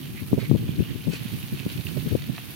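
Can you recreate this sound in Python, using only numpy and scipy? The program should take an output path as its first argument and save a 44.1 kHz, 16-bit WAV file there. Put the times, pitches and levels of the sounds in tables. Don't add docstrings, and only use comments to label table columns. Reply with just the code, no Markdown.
import sys
import numpy as np
from scipy import signal
from scipy.fft import rfft, irfft, next_fast_len
from scipy.io import wavfile
from scipy.ndimage import uniform_filter1d, map_coordinates

SR = 44100
rng = np.random.default_rng(int(sys.argv[2]) if len(sys.argv) > 2 else 0)


def store_pcm(level_fs):
    pcm = np.round(np.clip(level_fs, -1, 1) * 32767).astype(np.int16)
    wavfile.write(sys.argv[1], SR, np.atleast_2d(pcm).T)


N = 112454
PORT_LAG_S, WALL_DB, WALL_T60_S = 0.00008, 2.5, 0.14


# start_s, level_db
SPRAY_LEVEL = [(0, -51), (.2, -51), (.38, -51.5), (.62, -52.5), (1.0, -52.5), (1.17, -51), (1.28, -49.5),
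               (1.42, -48), (1.62, -51), (1.73, -47), (1.82, -52), (1.86, -47.5), (2.14, -49.5),
               (2.24, -52.5), (2.55, -50.5)]
# freq_hz, gain_db
LEAF_SPECTRUM = [(1000, -6), (4400, 1.5), (5200, -1), (6700, -4.5), (7500, -7), (9700, -0.5), (11300, -4.5),
                 (11900, 2), (15800, -4.5)]
def spray(gain_db=4, mist_db=1.5):
    ticks = impacts(per_s=3600, spread_db=3.1) * amp(2.9 * wobble(170))
    ticks = unit(terrace(ticks, lag_s=PORT_LAG_S))
    mist = amp(mist_db) * rng.standard_normal((2, N))
    return unit(coloured(ticks + mist, LEAF_SPECTRUM)) * amp(curve(SPRAY_LEVEL) + gain_db)


# start_s, level_db
LEAF_SLAPS = [(0.064, -31), (0.273, -22), (.776, -32), (1.160, -29), (1.401, -17.5), (1.537, -21.5),
              (1.838, -28), (1.85, -20), (1.977, -22), (2.088, -20), (2.128, -21), (2.196, -24),
              (2.265, -26), (2.489, -26), (2.507, -17.5)]
# freq_hz, gain_db
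SLAP_SPECTRUM = [(1500, -13), (4000, -4), (7500, -14), (10000, -3.5), (12500, 2.5), (15500, 1)]
def slaps(gain_db=-10):
    envelope = sum(amp(db + gain_db) * decay(s, t60_s=0.012) for s, db in LEAF_SLAPS)
    bursts = coloured(envelope * rng.standard_normal(N), SLAP_SPECTRUM)
    return terrace(bursts, wall_db=-2, lag_s=PORT_LAG_S)


# start_s, level_db
STREAM_LEVEL = [(0, -43.5), (.11, -47), (.33, -45.5), (.55, -43.5), (.63, -44.5), (.86, -42.5), (1.08, -44),
                (1.25, -40), (1.5, -41), (1.75, -40.5), (2.15, -40.5), (2.3, -41.5), (2.55, -40)]
# centre_s, sigma_s, level_db
STREAM_SURGES = [(0.058, 0.0032, -41.5), (1.595, 0.016, -39.5), (1.727, 0.027, -37.5), (1.885, .012, -37.5),
                 (2.106, 0.011, -40)]
# freq_hz, gain_db
SOIL_SPECTRUM = [(400, -13.5), (1200, -10.5), (1900, -1.5), (2500, 4.5), (3100, 1), (3700, -1),
                 (4600, -4.5), (5400, -10.5), (8000, -21)]
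def stream(splat_db=-3, wash_db=1.5, fizz_db=-6):
    splats = terrace(impacts(per_s=1100, spread_db=4))
    wash = amp(wash_db) * rng.standard_normal((2, N))
    splatter = unit(coloured(splats + wash, SOIL_SPECTRUM))
    fizz = terrace(bubbles(per_s=300, pitch_hz=2965, t60_cycles=21, scatter=0.13, rise=0.15))
    base_flow = amp(curve(STREAM_LEVEL) + 1.4 * wobble(140))
    surge_power = sum((amp(db) * swell(s, sigma_s)) ** 2 for s, sigma_s, db in STREAM_SURGES)
    flow = np.sqrt(base_flow ** 2 + surge_power)
    return flow * (amp(splat_db) * splatter + amp(fizz_db) * fizz)


# start_s, level_db
POOL_LEVEL = [(0, -57), (.05, -46), (.15, -60), (.5, -58), (.6, -51), (.71, -47.5), (.77, -56), (.84, -45),
              (.95, -52.5), (1.05, -48), (1.12, -52), (1.28, -52), (1.5, -53), (2.55, -59)]
def pool():
    rings = bubbles(per_s=420, pitch_hz=3030, t60_cycles=32, scatter=0.065, rise=0.027)
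    return amp(curve(POOL_LEVEL)) * terrace(rings)


# start_s, pitch_hz, level_db
PUDDLE_PLOPS = [(1.429, 2500, -28), (1.593, 2640, -23.5), (1.738, 2600, -31), (1.8688, 2760, -16.5),
                (2.017, 2930, -32)]
def plops():
    rings = sum(amp(db) * ping(s, hz, attack_s=0.002, t60_s=0.011) for s, hz, db in PUDDLE_PLOPS)
    return terrace(rings, wall_db=-7)


# freq_hz, gain_db
DROP_SPECTRUM = [(250, -20), (700, 0), (1500, 0), (2600, -1), (4200, -9), (5000, -23), (9000, -45)]
def heavy_drop(start_s=2.3806, bubble_hz=2500, rise_hz_per_s=70000):
    t = clock() - start_s
    smack = amp(-3.5) * coloured(signal.unit_impulse(N, round(start_s * SR)), DROP_SPECTRUM)
    noise = unit(coloured(rng.standard_normal(N), DROP_SPECTRUM))
    splatter = amp(-35.5) * decay(start_s, t60_s=0.035) * noise
    chirp = np.sin(2 * np.pi * t * (bubble_hz + rise_hz_per_s * t / 2))
    bubble = amp(-31) * decay(start_s, t60_s=0.03) * chirp
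    return terrace(smack + splatter + bubble, wall_db=-12)


# centre_s, sigma_s, level_db, resonance_hz, q, grit_db
SHOE_SCUFFS = [(0.188, .02, -39.5, 2280, 2.6, -11), (0.409, 0.014, -38.5, 2320, 4.3, 0.5),
               (0.452, 0.015, -38.5, 2180, 4.3, -5), (0.904, 0.013, -44, 2030, 2.5, -13),
               (1.146, 0.025, -33.5, 2565, 12, 2.5), (2.09, .008, -44, 1770, 2, -1)]
# freq_hz, gain_db
GRIT_SPECTRUM = [(300, -12), (900, -5.5), (2200, 1.5), (4400, 2.5), (5300, -9.5), (9000, -15), (15000, -29)]
def feet():
    grit = unit(coloured(impacts(per_s=5000, spread_db=2), GRIT_SPECTRUM))
    out = np.zeros((2, N))
    for s, sigma_s, db, hz, q, grit_db in SHOE_SCUFFS:
        hollow = signal.iirpeak(hz, q, SR)
        noise = rng.standard_normal((2, N))
        rasp = unit(signal.lfilter(*hollow, signal.lfilter(*hollow, noise)))
        crunch = amp(grit_db) * terrace(grit, wall_db=0.5)
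        out += amp(db) * swell(s, sigma_s) * unit(rasp + crunch)
    return out


# start_s, level_db, pitch_hz, port
WIND_POPS = [(0.3299, 0, 316, "L"), (0.5128, 0.5, 284, "L"), (0.69, -6.5, 165, "R"), (1.6636, -8, 253, "L")]
def wind_pops(side):
    pops = sum(amp(db) * ping(s, hz, attack_s=0.0026, t60_s=0.014)
               for s, db, hz, port in WIND_POPS if port == side)
    return coloured(pops, [(30, -23), (120, 5.5), (600, -2), (1200, 1), (2500, -39)])


# start_s, left_db, right_db
BREEZE_LEVEL = [(0, -40.5, -34.5), (.17, -37, -39), (0.361, -37, -35), (.7, -33, -34), (1.0, -38, -38.5),
                (1.35, -38, -37), (1.6, -43.5, -38.5), (1.9, -45.5, -33.5), (2.25, -36.5, -34),
                (2.42, -43.5, -40.5), (2.55, -42.5, -38)]
# centre_s, sigma_s, level_db, roughness_db, port
WIND_EDDIES = [(0.223, 0.0046, -23, -0.5, "L"), (0.34, 0.0088, -17.5, -1.5, "L"),
               (0.502, 0.0078, -17, -8, "L"), (0.516, 0.0036, -15.5, -3.5, "L"),
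               (0.527, 0.0064, -16.5, -5, "L"), (0.544, 0.0055, -13, -16, "L"),
               (.552, 0.0024, -18.5, 5, "L"), (.561, 0.0034, -15, 0.5, "L"), (0.632, 0.028, -29, -6, "L"),
               (0.798, 0.009, -15.5, -16, "L"), (0.806, 0.003, -17.5, 0.5, "L"),
               (0.825, 0.0054, -19, -4, "L"), (0.958, 0.005, -26, 2, "L"), (1.077, 0.007, -16, -1, "L"),
               (1.092, 0.011, -18.5, -4.5, "L"), (1.135, 0.0034, -23, 4, "L"),
               (1.539, 0.011, -24, -17, "L"), (1.759, 0.0046, -25, -10, "L"),
               (2.069, 0.011, -23.5, 4.5, "L"), (2.126, 0.012, -18.5, -1.5, "L"),
               (2.153, 0.0055, -20, 5.5, "L"), (0.329, 0.017, -25, 1.5, "R"), (0.383, 0.01, -20, 5, "R"),
               (0.431, 0.016, -24.5, 0.5, "R"), (0.623, 0.022, -29, -7, "R"),
               (0.796, 0.011, -25, -2.5, "R"), (0.911, 0.0086, -25.5, -9, "R"),
               (1.216, 0.0054, -26, -3, "R"), (1.258, 0.0045, -23, -16, "R"), (1.341, 0.015, -25, -5, "R"),
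               (1.44, 0.0068, -27.5, -7, "R"), (1.527, 0.0041, -21.5, -7, "R"),
               (1.606, 0.0052, -26, -20, "R"), (1.665, 0.0092, -24.5, -2, "R"),
               (1.793, 0.012, -24, -1, "R"), (1.857, 0.0058, -26, -7, "R"), (1.975, 0.0062, -22.5, 6, "R"),
               (1.98, 0.023, -24.5, -5, "R"), (2.299, 0.0061, -19.5, -2.5, "R")]
# freq_hz, gain_db
BUFFET_SPECTRUM = [(20, -40), (40, -24), (65, -9.5), (130, 4), (200, -2.5), (300, -8.5), (450, -22),
                   (700, -45.5), (1400, -60.5)]
# freq_hz, gain_db
FLUTTER_SPECTRUM = [(60, -32), (160, -4.5), (290, -1.5), (460, -4), (660, -18), (1000, -30.5), (1500, -59)]
# freq_hz, gain_db
MIC_BASS_CUT = [(15, -39), (30, -18), (45, -12), (65, 1.5), (110, 2), (200, 1)]
def wind(side, swing_db=3, breeze_roughness_db=-4, flutter_exponent=1.57):
    breeze_db = curve([(s, left if side == "L" else right) for s, left, right in BREEZE_LEVEL])
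    breeze = amp(breeze_db + swing_db * wobble(39.81))
    eddies = [(amp(db) * swell(s, sigma_s), amp(roughness_db))
              for s, sigma_s, db, roughness_db, port in WIND_EDDIES if port == side]
    force = np.sqrt(breeze ** 2 + sum(push ** 2 for push, _ in eddies))
    rough_power = sum((push * rough) ** 2 for push, rough in eddies)
    roughness = np.sqrt((amp(breeze_roughness_db) * breeze) ** 2 + rough_power)
    flutter = 0.097 * (10 * roughness) ** flutter_exponent * amp(-10 + 2.2 * wobble(110))
    pressure = force * turbulence(BUFFET_SPECTRUM) + flutter * turbulence(FLUTTER_SPECTRUM)
    return coloured(pressure + wind_pops(side), MIC_BASS_CUT)


# freq_hz, gain_db
TOWN_SPECTRUM = [(100, -5), (600, -5.5), (1300, -2.5), (2000, -2.5), (4000, -26), (8000, -40)]
def town(level_db=-55.5):
    return amp(level_db) * unit(coloured(rng.standard_normal((2, N)), TOWN_SPECTRUM))


def impacts(per_s, spread_db):
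    size = amp(spread_db * np.minimum(rng.exponential(size=N), 4))
    hits = rng.random(N) < per_s / SR
    return unit(hits * size * rng.standard_normal(N))


def bubbles(per_s, pitch_hz, t60_cycles, scatter, rise, spread_db=3.5):
    when, size, pitch = rng.random((int(per_s * N / SR), 3)).T
    t = np.arange(SR // 40) / SR
    hz = pitch_hz * np.exp(scatter * np.log(pitch / (1 - pitch)) / 2)[:, None]
    age = hz * t / t60_cycles
    strength = amp(-spread_db * np.log(np.maximum(size, 0.03)))[:, None]
    rings = strength * amp(-60 * age) * np.sin(2 * np.pi * hz * t * (1 + rise * age))
    samples = (when * N).astype(int)[:, None] + np.arange(len(t))
    return unit(np.bincount(samples.ravel(), rings.ravel(), N)[:N])


def turbulence(spectrum):
    noise = coloured(rng.standard_normal(N), spectrum)
    power = uniform_filter1d(np.abs(signal.hilbert(noise)) ** 2, size=450)
    return unit(noise / np.sqrt(np.abs(power) + 1e-12))


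def terrace(x, wall_db=WALL_DB, lag_s=0):
    t = np.arange(SR // 8) / SR
    envelope = amp(-60 * t / WALL_T60_S) + 4 * amp(-60 * t / 0.0079)
    tail = rng.standard_normal((2, len(t))) * envelope
    wet = signal.oaconvolve(x[None], tail / np.linalg.norm(tail[0]), axes=1)[:, :N]
    direct = np.array([x, np.roll(x, round(lag_s * SR))])
    return (direct + amp(wall_db) * wet) / np.hypot(1, amp(wall_db))


def coloured(x, spectrum):
    m = 16384
    hz, db = np.transpose(spectrum)
    gain = amp(np.interp(np.log(np.fft.rfftfreq(m, 1 / SR) + 1), np.log(hz), db))
    cepstrum = irfft(np.log(gain))
    cepstrum[1:m // 2] *= 2
    cepstrum[m // 2 + 1:] = 0
    response = irfft(np.exp(rfft(cepstrum)))[:m // 2]
    size = next_fast_len(N + m // 2, real=True)
    return irfft(rfft(x, size) * rfft(response, size), size)[..., :N]


def ping(start_s, hz, attack_s, t60_s):
    envelope = decay(start_s, t60_s) - decay(start_s, attack_s)
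    return envelope * np.sin(2 * np.pi * hz * (clock() - start_s))


def decay(start_s, t60_s):
    out, start = np.zeros(N), round(start_s * SR)
    t = np.arange(min(N - start, SR // 10)) / SR
    out[start:start + len(t)] = amp(-60 * t / t60_s)
    return out


def swell(centre_s, sigma_s):
    out, centre = np.zeros(N), round(centre_s * SR)
    near = np.arange(max(0, centre - SR // 10), min(N, centre + SR // 10))
    out[near] = np.exp(-0.5 * ((near / SR - centre_s) / sigma_s) ** 2)
    return out


def wobble(knots_per_s):
    knots = rng.standard_normal(int(N * knots_per_s / SR) + 4)
    return map_coordinates(knots, [clock() * knots_per_s])


def curve(rows):
    return np.interp(clock(), *np.transpose(rows))


def clock():
    return np.arange(N) / SR


def amp(db):
    return 10 ** (np.asarray(db) / 20)


def unit(x):
    return x / np.sqrt(np.mean(x ** 2) + 1e-20)


# freq_hz, gain_db
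LEFT_PORT_RESPONSE = [(600, 2.5), (1500, -2.5), (2600, -9.5), (4200, -3), (7500, 1.5), (12000, 0.5),
                      (15000, 5.5)]
# freq_hz, gain_db
RIGHT_PORT_RESPONSE = [(600, 0), (1500, 0.5), (2600, 0), (4200, -1.5), (5000, -4), (6700, 1), (7400, -11.5),
                       (8600, -4), (9900, 2), (12000, 3), (15000, 2)]
def scene():
    left, right = spray() + slaps() + stream() + pool() + plops() + heavy_drop() + feet() + town()
    return np.array([coloured(left, LEFT_PORT_RESPONSE) + wind("L"),
                     coloured(right, RIGHT_PORT_RESPONSE) + wind("R")])


def record(dry):
    top_hz, size = 15850, 2 * next_fast_len(N)
    passband = np.fft.rfftfreq(size, 1 / SR) < top_hz
    return irfft(rfft(dry, size) * passband, size)[:, :N]


dry = scene()
out = record(dry)
store_pcm(out)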